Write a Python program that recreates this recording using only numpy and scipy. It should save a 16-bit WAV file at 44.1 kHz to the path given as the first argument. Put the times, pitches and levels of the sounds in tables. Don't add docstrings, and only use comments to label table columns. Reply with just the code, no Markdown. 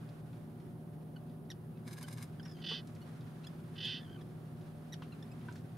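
import sys
import numpy as np
from scipy import signal
from scipy.fft import rfft, irfft
from scipy.io import wavfile
from scipy.ndimage import uniform_filter1d

SR = 44100
rng = np.random.default_rng(int(sys.argv[2]) if len(sys.argv) > 2 else 0)


def digitize_waveform(pressure):
    field = np.atleast_2d(pressure).T
    bounded = np.clip(field, -1, 1)
    quanta = np.round(bounded * 32767).astype(np.int16)
    wavfile.write(sys.argv[1], SR, quanta)


N = 254456
TIME_S = np.arange(N) / SR
BINS_HZ = np.maximum(np.fft.rfftfreq(N, 1 / SR), 1)

# (time [s], level change [dB])
WASH_SWELL = [(0, 2), (.6, -1.5), (1.4, -5), (2.3, 0.5), (3.1, 3), (4.5, 0), (5.5, 3), (5.77, 0.5)]


def from_db(db):
    return 10 ** (np.asarray(db) / 20)


def unit_rms(x):
    return x / np.sqrt(np.mean(x ** 2) + 1e-20)


def at_hz(points, hz):
    point_hz, value = np.transpose(points)
    return np.interp(np.log(hz), np.log(point_hz), value)


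def colour(x, spectrum_db):
    cepstrum = irfft(np.log(from_db(at_hz(spectrum_db, BINS_HZ))), N)
    cepstrum[1:N // 2] *= 2
    cepstrum[N // 2 + 1:] = 0
    return irfft(rfft(x) * np.exp(rfft(cepstrum)), N)


def band_limit(x, edges_hz, kind):
    return signal.sosfilt(signal.butter(4, edges_hz, kind, fs=SR, output="sos"), x)


def resonate(x, hz, width_hz):
    radius = np.exp(-np.pi * width_hz / SR)
    poles = [1, -2 * radius * np.cos(2 * np.pi * hz / SR), radius ** 2]
    once = signal.lfilter([1, 0, -1], poles, x)
    return signal.lfilter([1, 0, -1], poles, once)


def drift(corner_hz):
    return unit_rms(irfft(rfft(rng.standard_normal(N)) / (1 + (BINS_HZ / corner_hz) ** 2), N))


def stereo_noise(correlation):
    mid, side = rfft(rng.standard_normal((2, N)))
    spectrum = np.sqrt(1 + correlation) * mid + np.sqrt(1 - correlation) * side * [[1], [-1]]
    return irfft(spectrum, N) / np.sqrt(2)


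def pan(x, left_db):
    return x * from_db(np.array([[1], [-1]]) * left_db / 2)


def scatter(x, wet_db, decay_s):
    t = TIME_S[:SR // 2]
    tail = rng.standard_normal((2, len(t))) * np.exp(-t / decay_s)
    tail /= np.sqrt(np.sum(tail ** 2, axis=1, keepdims=True))
    return from_db(wet_db) * signal.fftconvolve(x[None], tail, axes=1)[:, :N]


def background(rumble_db=-51.5, wash_db=-68, hiss_db=-75):
    # (frequency [Hz], relative density [dB])
    rumble_spectrum = [(25, -27.5), (45, -25), (62, -27), (85, -10), (110, 1), (145, -6), (195, -4.5),
                       (235, -1.5), (310, -10.5), (385, -10.5), (440, -16), (510, -16), (700, -21),
                       (1000, -22.5)]
    hiss_spectrum = [(1000, 2.5), (1500, 1), (2200, -6), (3200, -8), (4500, -12), (6500, -17), (8200, -16),
                     (9300, -5.5), (11000, -6), (13000, -7.5), (15500, -11.5)]
    # (frequency [Hz], left-right correlation [0-1])
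    coherence = [(30, 0.97), (70, 0.61), (140, 1), (260, 0.87), (500, 0.49), (1000, 0.22), (3000, 0.081),
                 (8000, 0.57), (14000, .2)]
    correlation = at_hz(coherence, BINS_HZ)
    rumble = unit_rms(band_limit(colour(stereo_noise(correlation), rumble_spectrum), 1000, "low"))
    wash = unit_rms(band_limit(colour(stereo_noise(correlation), hiss_spectrum), [1000, 8000], "band"))
    hiss = unit_rms(band_limit(colour(stereo_noise(correlation), hiss_spectrum), 8000, "high"))
    swell_db = np.interp(TIME_S, *np.transpose(WASH_SWELL)) + 1.07 * drift(16)
    wash = pan(from_db(wash_db + swell_db) * wash, left_db=-1)
    return from_db(rumble_db) * rumble + wash + from_db(hiss_db) * hiss


def engine(gain_db=-1, hunt=0.00091, fade_hz=2, spread=0.1):
    # (frequency [Hz], relative level [dB], fading depth [0-1])
    tones = [(60.3, -74, .4), (69.3, -79.5, 0.3), (96.4, -66, 0.5), (115.7, -66, 0.4), (119.5, -58.5, 0.54),
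             (133.5, -63, 0.17), (155.9, -50, 0.07), (168.6, -63, 1), (178, -63, 0.1), (225.2, -67, 0.25),
             (235, -63.5, 0.39), (296.7, -82, 0.47), (357.4, -71, 0.87), (372.6, -69, 0.63),
             (400, -72.5, 0.42), (583, -78.5, 0.36), (590, -76, 0.7), (711, -71.5, 0.17), (750, -82, 0.6),
             (770, -82, 0), (823, -81.5, 0.23)]
    engine_time_s = np.cumsum(1 + hunt * drift(2.5)) / SR
    out = np.zeros((2, N))
    for hz, db, fading in tones:
        phase = 2 * np.pi * (hz * engine_time_s + rng.random())
        tone = (1 + fading * drift(fade_hz)) * np.sin(phase) + fading * drift(fade_hz) * np.cos(phase)
        side = spread * np.cos(phase) * np.array([[1], [-1]])
        out += np.sqrt(2) * from_db(db) * (tone + side)
    return from_db(gain_db) * out


def lean_right(x):
    # (frequency [Hz], left minus right [dB])
    balance = [(110, .5), (250, 0), (400, -1), (700, -4.5), (1300, -1.5), (2400, 0.5)]
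    return irfft(pan(rfft(x), at_hz(balance, BINS_HZ)), N)


def burst(start_s, level_db, hz, width_hz, decay_s):
    t = TIME_S[:SR // 8]
    noise = rng.standard_normal(len(t)) * np.exp(-t / decay_s)
    ring = resonate(noise, hz, 1.07 * width_hz)
    out, first = np.zeros(N), int(start_s * SR)
    out[first:first + len(t)] = from_db(level_db) * ring * np.sqrt(decay_s * SR / 2 / np.sum(ring ** 2))
    return out


def laps(count=20, level_db=-67, low_hz=895, high_hz=4000):
    out = np.zeros(N)
    for start_s, height in rng.random((count, 2)) * [TIME_S[-SR // 8 - 1], 1]:
        swell_db = np.interp(start_s, *np.transpose(WASH_SWELL))
        hz = low_hz * (high_hz / low_hz) ** height
        out += burst(start_s, level_db + swell_db, hz, width_hz=2400, decay_s=0.012)
    return out


def ticks():
    # (time [s], level [dB])
    events = [(2.872, -62.5), (2.95, -64), (5.524, -62.5), (5.556, -63), (5.585, -71)]
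    return sum(burst(start_s, db, hz=3800, width_hz=6900, decay_s=0.01) for start_s, db in events)


def plops(splash_ratio=2.5):
    # (time [s], level [dB], centre [Hz], width [Hz], decay [s], splash level [dB])
    events = [(2.455, -54.5, 1180, 1390, 0.016, -84), (2.709, -47, 397, 147, 0.013, -50.5),
              (5.0205, -46.5, 1000, 520, 0.0059, -57.5), (5.484, -43, 1516, 150, 0.0049, -76),
              (5.485, -46.5, 967, 70, 0.0054, -63.5), (5.557, -55.5, 1530, 900, .006, -65)]
    out = np.zeros(N)
    for start_s, ring_db, hz, width_hz, decay_s, splash_db in events:
        splash_hz = splash_ratio * hz
        out += burst(start_s, ring_db, hz, width_hz, decay_s)
        out += burst(start_s, splash_db, splash_hz, width_hz=0.82 * splash_hz, decay_s=0.021)
    return out


def shutter(start_s=1.882, cycle_s=0.0995, cycles=4, gain_db=-4, tilt_db_per_oct=5, rattle_db=2):
    # (delay [s], relative level [dB], rise [s], decay [s], brightness [0-1])
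    strokes = [(.002, -50, 0.014, 0.019, 0.1), (0.032, -51, 0.0058, 0.023, 0.04),
               (.049, -48, .003, 0.011, .85)]
    # (time [s], relative level [dB], brightness [0-1])
    stops = [(1.878, -44, 0.5), (1.928, -48, 1), (1.984, -47, 0.4), (2.011, -51, .7), (2.0285, -43, .9),
             (2.085, -44, 0.2), (2.127, -47, .95), (2.183, -46, 0), (2.226, -43.5, 0.6)]
    # (frequency [Hz], width [Hz], gain [dB])
    modes = [(1040, 150, -11), (1657, 103, -10), (2200, 140, -10), (2880, 140, -20), (3860, 510, -9),
             (5050, 150, -10), (6230, 480, -11.5), (7620, 310, -15), (8900, 400, -9), (9800, 1100, -10),
             (11600, 1200, -10)]
    stop_rise_s, stop_decay_s = 0.0006, 0.004
    hits = [(start_s + cycle * cycle_s + delay_s, *shape)
            for cycle in range(cycles) for delay_s, *shape in strokes]
    hits += [(peak_s, db, stop_rise_s, stop_decay_s, brightness) for peak_s, db, brightness in stops]
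    peak_s, db, rise_s, decay_s, brightness = np.array(hits).T[:, :, None]
    t = TIME_S[::10]
    falloff = np.maximum((peak_s - t) / rise_s, (t - peak_s) / decay_s)
    envelopes = from_db(db) * np.exp(-np.minimum(falloff, 20))
    rubbing = [stereo_noise(correlation=0.6) for _ in range(2)]
    out = np.zeros((2, N))
    for k, (hz, width_hz, mode_db) in enumerate(modes):
        tilt_db = tilt_db_per_oct * (brightness - 0.5) * np.log2(hz / 4000)
        force = np.linalg.norm(envelopes * from_db(tilt_db), axis=0)
        ring = unit_rms(resonate(rubbing[k % 2], hz, 2 * width_hz))
        out += from_db(mode_db) * np.interp(TIME_S, t, force) * ring
    return out * from_db(gain_db + rattle_db * drift(500))


def note(hz, level_db, harmonics_db, overtone_db, tilt_db_per_oct=0, edge_s=0.0014):
    # (frequency [Hz], gain [dB])
    overtones = [(5000, 0), (6500, 5.5), (7500, -7), (9500, -3.5), (11300, 0.5), (13500, -18), (16000, -16)]
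    t = TIME_S[:len(hz)]
    phase = 2 * np.pi * np.cumsum(hz) / SR
    gate = np.sin(np.pi / 2 * np.clip(np.minimum(t, t[::-1]) / edge_s, 0, 1))
    gains_db = list(harmonics_db) + [overtone_db + at_hz(overtones, k * hz) for k in range(4, 9)]
    tone = sum(from_db(db + tilt_db_per_oct * np.log2(k / 2)) * np.sin(k * phase)
               for k, db in enumerate(gains_db, 1))
    return np.sqrt(2) * from_db(level_db) * tone * gate


def peeps(droop=0.04, arch_db=5, wobble=0.018, flicker=0.29):
    # (start [s], length [s], pitch [Hz], level [dB])
    calls = [(2.429, 0.0095, 1790, -59), (2.45, .015, 1867, -56.5), (2.477, .009, 1740, -59),
             (2.493, .011, 1740, -62.5), (2.512, .015, 1750, -58), (2.531, .009, 1720, -63)]
    out, shake, waver = np.zeros(N), drift(300), drift(500)
    for start_s, length_s, pitch_hz, peak_db in calls:
        span = slice(int(start_s * SR), int((start_s + length_s) * SR))
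        progress = np.linspace(0, 1, span.stop - span.start)
        hz = pitch_hz * (1 - droop * progress ** 2 + wobble * waver[span])
        level_db = peak_db - arch_db * (2 * progress - 1) ** 2
        tone = note(hz, level_db, harmonics_db=(-10, -14, 0.5), overtone_db=-20)
        out[span] += tone * (1 + flicker * shake[span])
    return out


def chips(flicker=0.27, scoop=0.035, sink=0.015, wobble=0.032, sag_db=7, break_hoarse=0.38):
    # (start [s], length [s], pitch [Hz], final drop [share of pitch], level [dB],
    # tilt [dB/octave], hoarseness [factor])
    calls = [(1.161, 0.011, 1516, 0.064, -60, -6, .3), (1.502, .019, 1876, 0.15, -50, -0.5, 0.93),
             (1.752, 0.031, 1314, 0.025, -78, -6, 0.4), (2.037, 0.022, 1540, 0.019, -61.5, -5, 0.4),
             (2.3965, 0.0094, 1670, 0.06, -57.5, -8.5, .9), (3.015, 0.023, 1475, -0.018, -69, 4, 0.3),
             (3.442, 0.013, 1362, -0.15, -60, 0.5, 0.3), (3.468, 0.0094, 1715, 0.053, -51.5, 2, 0.3),
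             (4.174, 0.039, 1227, 0.036, -71.5, -6, 1.7), (4.21, 0.017, 1720, 0.1, -65, -3.5, 1.5),
             (4.9231, 0.024, 1916, 0.19, -51, 0.5, .4), (5.121, 0.02, 1370, .1, -63, -3.5, .4),
             (5.2253, 0.0062, 1790, -0.0091, -56, -1, 0.5), (5.315, 0.013, 2560, 0.0079, -65.5, -5, 0.5)]
    break_at, break_width = 0.74, 0.04
    out, shake, waver = np.zeros(N), drift(220), drift(240)
    for start_s, length_s, pitch_hz, drop, level_db, tilt_db_per_oct, hoarse in calls:
        span = slice(int(start_s * SR), int((start_s + length_s) * SR))
        progress = np.linspace(0, 1, span.stop - span.start)
        broken = 1 / (1 + np.exp((break_at - progress) / break_width))
        glide = 1 - scoop * np.exp(-8 * progress) - sink * progress - drop * broken
        jitter = wobble * (hoarse + break_hoarse * broken) * waver[span]
        overtone_db = -18.5 + 0.08 * (level_db + 65)
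        tone = note(pitch_hz * (glide + jitter), level_db - sag_db * broken,
                    harmonics_db=(-5.5, -1.5, -3), overtone_db=overtone_db,
                    tilt_db_per_oct=tilt_db_per_oct)
        out[span] += tone * (1 + flicker * shake[span])
    return out


def whistle(contour, harmonics_db, overtone_db, wobble, trill=0, quicken_s=1, flicker=0.28, hook=0.025):
    trill_start_hz, trill_end_hz, arch = 35, 62, 0.0075
    knot_s, pitch_hz, level_db = np.transpose(contour)
    out, span = np.zeros(N), slice(int(knot_s[0] * SR), int(knot_s[-1] * SR))
    t = TIME_S[span]
    trill_hz = trill_end_hz + (trill_start_hz - trill_end_hz) * np.exp((knot_s[0] - t) / quicken_s)
    trill_phase = 2 * np.pi * np.cumsum(trill_hz) / SR
    throb = -trill * np.cos(trill_phase)
    bend = 1 + arch * throb + hook * trill * np.sin(trill_phase) + wobble * drift(620)[span]
    hz = np.interp(t, knot_s, pitch_hz) * bend
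    tone = note(hz, np.interp(t, knot_s, level_db), harmonics_db, overtone_db)
    out[span] = tone * (1 + throb) * (1 + flicker * drift(300)[span])
    return out


def whistles():
    # (time [s], pitch [Hz], level [dB])
    lead_in = [(2.546, 1630, -68), (2.575, 1563, -74), (2.592, 1620, -73), (2.616, 1540, -63)]
    clear_core = [(3.838, 1655, -53), (3.854, 1697, -43.5), (3.880, 1680, -54)]
    tail = [(4.002, 1780, -64), (4.042, 1680, -65.5), (4.075, 1520, -70.5), (4.128, 1592, -66.5),
            (4.160, 1490, -66), (4.176, 1510, -72)]
    return (whistle(lead_in, harmonics_db=(-3, -4.5, -6), overtone_db=-18, wobble=0.026,
                    trill=0.46, quicken_s=0.0073)
            + whistle(clear_core, harmonics_db=(-18, 0, -10), overtone_db=-27, wobble=0.011)
            + whistle(tail, harmonics_db=(-2.5, -2, -15), overtone_db=-28, wobble=0.036,
                      trill=0.67, quicken_s=0.02, flicker=0.39, hook=0.013))


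def rasp(start_s, length_s, level_db, rate_hz, gap_s, second_gain, edge_db, jitter):
    # (frequency [Hz], gain [dB])
    throat = [(700, -21), (1200, -30), (1600, -6.5), (1950, -3.5), (2280, -30), (2600, -4.5), (3050, 4.5),
              (3550, 2.5), (3900, -12), (4500, -3), (5100, -9), (5400, -17), (6050, -15), (6500, -29)]
    limits_hz = (700, 2400, 3900, 5450, 6400, 11000)
    swell_db, swell_s, fade_db, fade_s = 25.5, 0.024, 35, 0.022
    arch_at, arch_db, tremble_db = 0.44, 4.3, 0.4
    catch_hz, catch_db, catch_s = 42, 22, 0.1
    uneven_db, puff_gain, gap_wander = 4, 1.02, 0.012
    t = np.clip(TIME_S - start_s, 0, length_s)
    effort_db = -swell_db * np.exp(-t / swell_s) - fade_db * np.exp((t - length_s) / fade_s)
    effort_db -= 2 * arch_db * np.abs(t / length_s - arch_at)
    effort_db += tremble_db * drift(90)
    dips_db = catch_db * np.maximum(1 - t / catch_s, 0) * np.cos(np.pi * catch_hz * t) ** 8
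    cycles = np.cumsum(rate_hz * (1 + jitter * drift(200))) / SR
    pulse_index = cycles.astype(int)
    strength = from_db(uneven_db * rng.standard_normal(N))[pulse_index]
    slaps = unit_rms(np.diff(pulse_index, prepend=0))
    delayed_s = TIME_S - gap_s * (1 + gap_wander * drift(14))
    # (relative level [dB], air leak between puffs [0-1])
    registers = [(-15 + 0.53 * effort_db, 0.3),
                 (effort_db, 0.07),
                 (edge_db + 0.77 * effort_db, 0.2),
                 (edge_db - 14 + 0.92 * effort_db, 0.4),
                 (edge_db - 19.5 + 2.2 * effort_db, 0.8)]
    out = np.zeros(N)
    for low_hz, high_hz, (register_db, leak) in zip(limits_hz, limits_hz[1:], registers):
        puffs = unit_rms(rng.standard_normal(N) * (leak + np.cos(np.pi * cycles) ** 12))
        source = strength * (slaps + puff_gain * puffs)
        voice = band_limit(colour(source, throat), [low_hz, high_hz], "band")
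        voice = voice + second_gain * np.interp(delayed_s, TIME_S, voice)
        running_rms = np.sqrt(uniform_filter1d(voice ** 2, size=185) + 1e-12)
        out += from_db(register_db) * voice / running_rms
    return out * from_db(level_db - dips_db) * (t > 0) * (t < length_s)


def rasps():
    # (start [s], length [s], level [dB], pair rate [Hz], gap in a pair [s],
    # second pulse gain [0-1], upper edge gain [dB], rate jitter [0-1])
    calls = [(2.611, 0.21, -39.5, 240, 0.002006, 0.8, -9, .08),
             (3.751, 0.27, -40.5, 247, 0.001957, 0.57, -12, .05)]
    return sum(rasp(*call) for call in calls)


def scene():
    bay = lean_right(engine() + background())
    harsh = rasps()
    notes = chips() + peeps() + whistles()
    small = plops() + ticks() + laps()
    terns = pan(harsh, left_db=-4) + scatter(harsh, wet_db=-19, decay_s=0.012)
    terns += pan(notes, left_db=-2) + scatter(notes, wet_db=-6, decay_s=0.0095)
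    return terns + small + scatter(small, wet_db=-7, decay_s=0.027) + shutter() + bay


def record(dry):
    cutoff_hz = 15700
    return signal.sosfilt(signal.ellip(12, 0.1, 70, cutoff_hz, fs=SR, output="sos"), dry)


dry = scene()
out = record(dry)
digitize_waveform(out)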